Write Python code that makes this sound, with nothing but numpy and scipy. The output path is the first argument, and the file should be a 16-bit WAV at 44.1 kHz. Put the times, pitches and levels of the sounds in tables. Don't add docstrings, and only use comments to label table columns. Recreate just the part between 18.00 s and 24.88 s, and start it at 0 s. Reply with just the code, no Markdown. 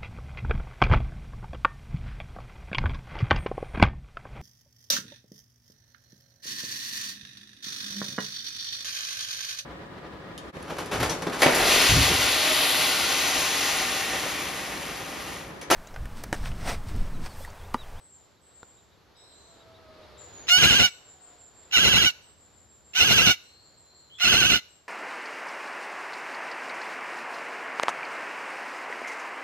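import sys
import numpy as np
from scipy import signal
from scipy.fft import rfft, irfft, next_fast_len
from scipy.io import wavfile
from scipy.ndimage import map_coordinates

SR = 44100
rng = np.random.default_rng(int(sys.argv[2]) if len(sys.argv) > 2 else 0)


def master_out(mix):
    frames = np.transpose(np.atleast_2d(mix))
    ceiling = np.clip(frames, -1, 1)
    pcm = np.round(ceiling * 32767).astype(np.int16)
    wavfile.write(sys.argv[1], SR, pcm)


N = 303408
T = np.arange(N) / SR

# (time [s], drone level [dB], rustle level [dB])
AIR_LEVELS = [(0, -68, -64.5), (1.0, -67, -62), (2.45, -58, -51), (2.9, -69, -61), (3.5, -69.5, -59),
              (4.6, -65.5, -63.5), (6.88, -71.5, -64)]
# (frequency [Hz], relative level [dB])
DRONE_COLOUR = [(20, -28), (40, -22), (66, 4), (95, 0), (330, -12), (650, -38)]
RUSTLE_COLOUR = [(200, -6), (400, 2.5), (850, -1.5), (1500, -5.5), (2600, -11.5), (4300, -9), (9000, -35)]
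HISS_COLOUR = [(1500, -29), (4000, -9.5), (6500, -4), (9000, -25.5), (12500, -8.5)]
# (frequency [Hz], level [dB], t60 [s])
KNOCK_MODES = [(503, -46, 0.025), (1020, -29.5, 0.0035), (1400, -40.5, 0.019), (3700, -41.5, 0.0052)]
# (time [s], length [s], starting pitch [Hz], crest level [dB])
FAR_HOOTS = [(1.479, 0.78, 675, -56), (3.05, 0.46, 751, -65.5)]
# (time [s], notes [count], note spacing [s], pitch [Hz], base level [dB])
WHISTLE_PHRASES = [(0, 2, 0.11, 7290, -60.5), (.421, 3, 0.13, 7280, -60.5), (1.179, 3, .14, 7340, -64),
                   (2.189, 2, 0.15, 6756, -53), (2.879, 5, 0.17, 7273, -58.5),
                   (4.228, 5, .155, 7290, -62.5), (5.438, 5, .172, 7240, -63), (6.7, 1, 0.11, 7150, -63.5)]
# (time [s], level [dB])
CHIP_PAIRS = [(.36, -76.5), (.77, -72), (1.175, -67.5), (1.595, -64), (2.02, -64)]
# (time [s], length [s], pitch [Hz], fall [share of pitch], base level [dB])
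WHEEZE_CALLS = [(1.145, 0.54, 4070, 0.0062, -59.5), (1.148, .18, 5320, .02, -63),
                (1.18, 0.41, 8200, 0.039, -66.5), (1.34, .25, 6100, 0.068, -67),
                (5.425, .48, 4280, 0.00017, -60), (5.855, .34, 4250, .058, -60),
                (6.095, 0.19, 3500, -.2, -52)]
# (frequency [Hz], t60 [s])
YARD_DECAY = [(200, .25), (2500, 0.57), (6000, 0.61), (12000, 0.58)]
# (frequency [Hz], gain [dB])
WALL_SEND_EQ = [(2200, -0.5), (2700, -4.5), (3350, -12.5), (3800, -1), (4300, -2)]
# (frequency [Hz], gain [dB])
NEAR_RESONANCES = [(2036, 5.5), (2269, 4.5), (3213, -30.5), (3716, -4.5), (4626, -16.5), (5137, 6)]
# (frequency [Hz], left minus right [dB])
PORT_BALANCE = [(200, 3.5), (1500, 0.5), (2300, -4.5), (2850, -7.5), (3300, 0), (4000, 3.5), (5700, -2.5),
                (6700, -1), (7400, 9), (8100, 20.5), (10000, -0.5)]
# (frequency [Hz], left lead [rad])
PORT_PHASE = [(1500, 0.22), (2050, 0.52), (2300, 1.97), (2700, 2.22), (3150, 3), (3700, 2.96), (4300, 3.6),
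              (5000, 1.12), (5500, 2.9), (6500, 2.23)]
# (frequency [Hz], share of power [0-1])
SCATTER_SHARE = [(1500, 0.11), (3300, 0.017), (4600, 0.58), (5600, 0.12), (7000, 0.68), (12000, 1)]
# (frequency [Hz], relative level [dB])
RUMBLE_COLOUR = [(20, -20.5), (70, -1), (250, -3.5), (500, -10.5), (1000, -15), (1800, -32)]
# (frequency [Hz], relative level [dB])
THROAT_FORMANTS = [(450, -31), (750, -13.5), (1150, -16), (1500, -6), (1850, -9), (2400, -4.5), (2750, 6),
                   (3050, 3), (3550, -1.5), (4200, -3.5), (4650, -14), (5300, -8), (5900, -7), (6450, -12),
                   (7200, -12.5), (8700, -33), (12000, -19.5)]
# (time [s], length before release [s],
# base level [dB], opening pitch [Hz], attack [s], break into rasp [s], first warble crest [s],
# warble rate [Hz], opening roughness [0-1], closing roughness [0-1])
SCREAM_CUES = [(2.479, 0.38, -15.5, 1437, 0.022, 0.099, 0.12, 11.7, .16, 0.38),
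               (3.719, .36, -16, 1526, 0.031, 0.039, 0.098, 11.2, 0.27, 0.3),
               (4.944, .373, -16, 1506, 0.043, .05, .117, 11, 0.47, 0.36),
               (6.194, 0.37, -17, 1430, 0.049, .045, 0.11, 11.25, 0.38, 0.59)]


def amp(db):
    return 10 ** (np.asarray(db) / 20)


def unit(x):
    return x / np.sqrt(np.mean(x ** 2) + 1e-20)


def ramp(t, length):
    return np.clip(t / length, 0, 1)


def along(points, hz):
    f, v = np.transpose(points)
    return np.interp(np.log(hz + 1), np.log(f + 1), v)


def wobble(rate, t):
    at = (t - t[0]) * rate
    return map_coordinates(rng.standard_normal(int(at[-1]) + 4), [at], mode="mirror")


def running_phase(hz):
    return 2 * np.pi * np.cumsum(hz) / SR


def filtered(x, response):
    n = x.shape[-1]
    m = next_fast_len(n + 8192)
    return irfft(rfft(x, m) * response(np.fft.rfftfreq(m, 1 / SR)), m)[..., :n]


def coloured(x, spectrum):
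    return unit(filtered(x, lambda hz: amp(along(spectrum, hz))))


def add(track, start, x):
    part = track[..., max(round(start * SR), 0):][..., :x.shape[-1]]
    part += x[..., :part.shape[-1]]


def air(drone_trim_db=1, hiss_db=-73, width=0.85):
    times, drone_db, rustle_db = np.transpose(AIR_LEVELS)
    noise = lambda colour: coloured(rng.standard_normal(N) + width * rng.standard_normal((2, N)), colour)
    drone = amp(np.interp(T, times, drone_db) + drone_trim_db + wobble(6.7, T)) * noise(DRONE_COLOUR)
    rustle = amp(np.interp(T, times, rustle_db) + wobble(10, T)) * noise(RUSTLE_COLOUR)
    return drone + rustle + amp(hiss_db) * noise(HISS_COLOUR)


def knock(start=.631):
    t = T[:SR // 10]
    out = np.zeros(N)
    modes = sum(amp(db - 60 * t / t60) * np.sin(2 * np.pi * hz * t) for hz, db, t60 in KNOCK_MODES)
    add(out, start, modes)
    return out


def hoots(octave_db=-9, swell_db=12, fall_hz_per_s=100):
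    out = np.zeros(N)
    for start, length, hz, db in FAR_HOOTS:
        t = np.arange(0, length, 1 / SR)
        phase = running_phase((hz - fall_hz_per_s * t) * (1 + 0.005 * wobble(39, t)))
        level = amp(db + swell_db * (np.sin(np.pi * t / length) - 1) + 2 * wobble(23.7, t))
        add(out, start, level * unit(np.sin(phase) + amp(octave_db) * np.sin(2 * phase)))
    return out


def yard(x, near_db, far_db, near_t60=0.033):
    hz, t, bands = signal.stft(rng.standard_normal((2, SR // 2)), SR, nperseg=256)
    tail = signal.istft(bands * amp(-60 * t / along(YARD_DECAY, hz)[:, None]), SR, nperseg=256)[1]
    near = rng.standard_normal(tail.shape) * amp(-60 * T[:tail.shape[1]] / near_t60)
    impulse = amp(near_db) * near / np.linalg.norm(near[0])
    impulse += amp(far_db) * tail / np.linalg.norm(tail[0])
    return signal.fftconvolve(x[None], impulse, axes=1)


def bird_note(length, hz, fall, arch, tremble=.015):
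    t = np.arange(0, length, 1 / SR)
    progress = t / length
    glide = fall * (.5 - progress) + arch * (np.sin(np.pi * progress) - 1)
    pitch = hz * (1 + glide + tremble * wobble(700, t))
    return unit(np.sin(running_phase(pitch)) * np.sin(np.pi * progress ** 0.52))


def small_birds(first_note_hz=325, first_note_db=-2.5, chip_gap_s=.145):
    out = np.zeros((2, N))
    for start, notes, spacing, hz, db in WHISTLE_PHRASES:
        for k in range(round(notes)):
            first = k == 0
            note = bird_note(.18, hz + first_note_hz * first, fall=.07, arch=0)
            note *= amp(db + first_note_db * first)
            add(out, start + k * spacing - .015, yard(note, near_db=0, far_db=-2.5))
    for start, db in CHIP_PAIRS:
        for delay in (0, chip_gap_s):
            add(out, start + delay, amp(db) * bird_note(.055, 3850, fall=.22, arch=.22))
    for start, length, hz, fall, db in WHEEZE_CALLS:
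        wheeze = bird_note(length, hz, fall, arch=0.047, tremble=0.0302)
        add(out, start, amp(db) * yard(wheeze, near_db=-4.5, far_db=-8))
    return out


def ringing(x, width_hz=20):
    peak = lambda hz, centre: 1j * hz * width_hz / (centre ** 2 - hz ** 2 + 1j * hz * width_hz)
    bank = lambda hz: sum(amp(db) * peak(hz, centre) for centre, db in NEAR_RESONANCES)
    return filtered(np.pad(x, (0, SR // 5)), bank)


def ports(x, scatter_t60=0.036):
    bounces = rng.standard_normal((2, SR // 10)) * amp(-60 * T[:SR // 10] / scatter_t60)
    bounces /= np.linalg.norm(bounces, axis=1, keepdims=True)

    def response(hz):
        sides = np.array([[.5], [-.5]])
        gain = amp(sides * along(PORT_BALANCE, hz))
        gain /= np.sqrt(np.mean(gain ** 2, axis=0))
        share = np.clip(along(SCATTER_SHARE, hz), 0, 1)
        direct = np.exp(1j * sides * along(PORT_PHASE, hz))
        scattered = rfft(bounces, 2 * (len(hz) - 1))
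        return gain * (np.sqrt(1 - share) * direct + np.sqrt(share) * scattered)
    return filtered(x, response)


def port_rumble(t, level, rough, left_db=-2.5, right_db=-9):
    thumps = rng.standard_normal((2, len(t))) * amp(2 * wobble(300, t))
    overload = np.clip((t - t[0] - .04) / 0.064, 0.03, 1)
    return amp([[left_db], [right_db]]) * level * rough ** 2.15 * overload * coloured(thumps, RUMBLE_COLOUR)


def scream_gesture(length, base_db, opening_hz, attack, break_at, crest_at, rate, open_rough, end_rough):
    scoop_hz, scoop_s, rise_hz_per_s = 139.9, .02, 600
    warble_hz, swing_hz, warbles, uneven = 1508, 134.8, 2.6, 0.202
    closing_hz, sag_hz_per_s = 1465, 3000
    catch_s, break_s, settle_s, release_s = 0.0363, .025, .028, .04
    catch_rough, crest_rough, dip_rough = .85, .52, 0.833
    onset_db, stutter_db, stutter_s, release_db_per_s = -18.5, 10, .003, 704.5
    clean_db, surge_db, waver_hz, waver_db = 5.5, 0.5, 12.04, 1.08

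    t = np.arange(-.012, length + release_s, 1 / SR)
    swing = np.cos(2 * np.pi * (t - crest_at) * rate)
    caught = ramp(t - catch_s / 2, catch_s / 2)
    broken = ramp(t - break_at + break_s / 2, break_s)
    settled = ramp(t - crest_at - warbles / rate, settle_s)
    since_release = np.maximum(t - length, 0)

    def stages(opening, warble, closing):
        return (1 - settled) * ((1 - broken) * opening + broken * warble) + settled * closing

    hz = stages(opening_hz - scoop_hz * np.exp(-np.maximum(t, 0) / scoop_s) + rise_hz_per_s * t,
                warble_hz + swing_hz * swing * (1 + uneven * wobble(rate, t)),
                closing_hz - sag_hz_per_s * since_release)
    hz += waver_hz * wobble(60, t)
    rough = stages(catch_rough + (open_rough - catch_rough) * caught,
                   dip_rough + (crest_rough - dip_rough) * (1 + swing) / 2,
                   end_rough)
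    db = base_db + onset_db * (1 - ramp(t, attack)) ** 2 - release_db_per_s * since_release
    db -= stutter_db * np.exp(-(t / stutter_s) ** 2)
    db += clean_db * (.5 - rough)
    db -= surge_db * stages(0, swing, 0)
    db += waver_db * wobble(50.2, t)
    return t, hz, db, rough


def syrinx(t, hz, db, rough, undertone_db=-8, lock_hz=1440, split=2.3, rattle_hz=220, slack_db=-22):
    jitter = rough ** 2 * (.028 * wobble(900, t) + .02 * wobble(280, t))
    main = running_phase(hz * (1 + jitter))
    breakaway_hz = split * np.maximum(hz - lock_hz, 0) * np.clip(2.5 * rough - .3, 0, 1)
    other = main / 2 + running_phase(breakaway_hz + 50 * rough * wobble(300, t))

    def torn(phase, k):
        swell = amp(3.5 * rough * wobble(240, t))
        slip = .45 * k ** 1.35 * rough * wobble(330, t)
        return swell * np.cos(phase + slip)

    other_gain = amp(undertone_db) + .4 * rough
    partials = sum(torn(k * main + main, k)
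                   + other_gain * torn(k * main + other, k)
                   + .5 * rough * torn(k * main + 2 * other, k) for k in range(9))
    tone = coloured(partials, THROAT_FORMANTS)
    hiss = rng.standard_normal(len(t)) + rng.standard_normal((2, len(t)))
    breath = coloured(hiss * (1 + 0.46 * np.cos(other)), THROAT_FORMANTS)
    slack = ramp(slack_db - db, 10)
    breath_share = np.maximum(.2 * rough ** 2, .7 * slack) + .001
    rattle_phase = running_phase(rattle_hz * (1 + .3 * wobble(120, t)))
    rattle = unit(1 + .8 * rough ** 2 * np.cos(rattle_phase))
    return rattle * (np.sqrt(1 - breath_share) * tone + np.sqrt(breath_share) * breath)


def cockatoo(fade_s=0.0097):
    out = np.zeros((2, N))
    for cue, *manner in SCREAM_CUES:
        t, hz, db, rough = scream_gesture(*manner)
        level = amp(db) * ramp(np.minimum(t - t[0], t[-1] - t), fade_s)
        voice = level * syrinx(t, hz, db, rough)
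        rumble = port_rumble(t, level, rough)
        start = cue + t[0]
        add(out, start, ports(voice) + rumble)
        wall_send = filtered(voice[0], lambda hz: amp(along(WALL_SEND_EQ, hz)))
        add(out, start, yard(wall_send, near_db=-6, far_db=-21, near_t60=0.048))
        add(out, start, ringing(voice[0]))
    return out


def scene():
    return cockatoo() + small_birds() + hoots() + knock() + air()


def record(dry, ceiling=0.71, cutoff_hz=13100):
    rounded = dry / (1 + (dry / ceiling) ** 4) ** (1 / 4)
    return filtered(rounded, lambda hz: 1 / (1 + (hz / cutoff_hz) ** 200))


dry = scene()
out = record(dry)
master_out(out)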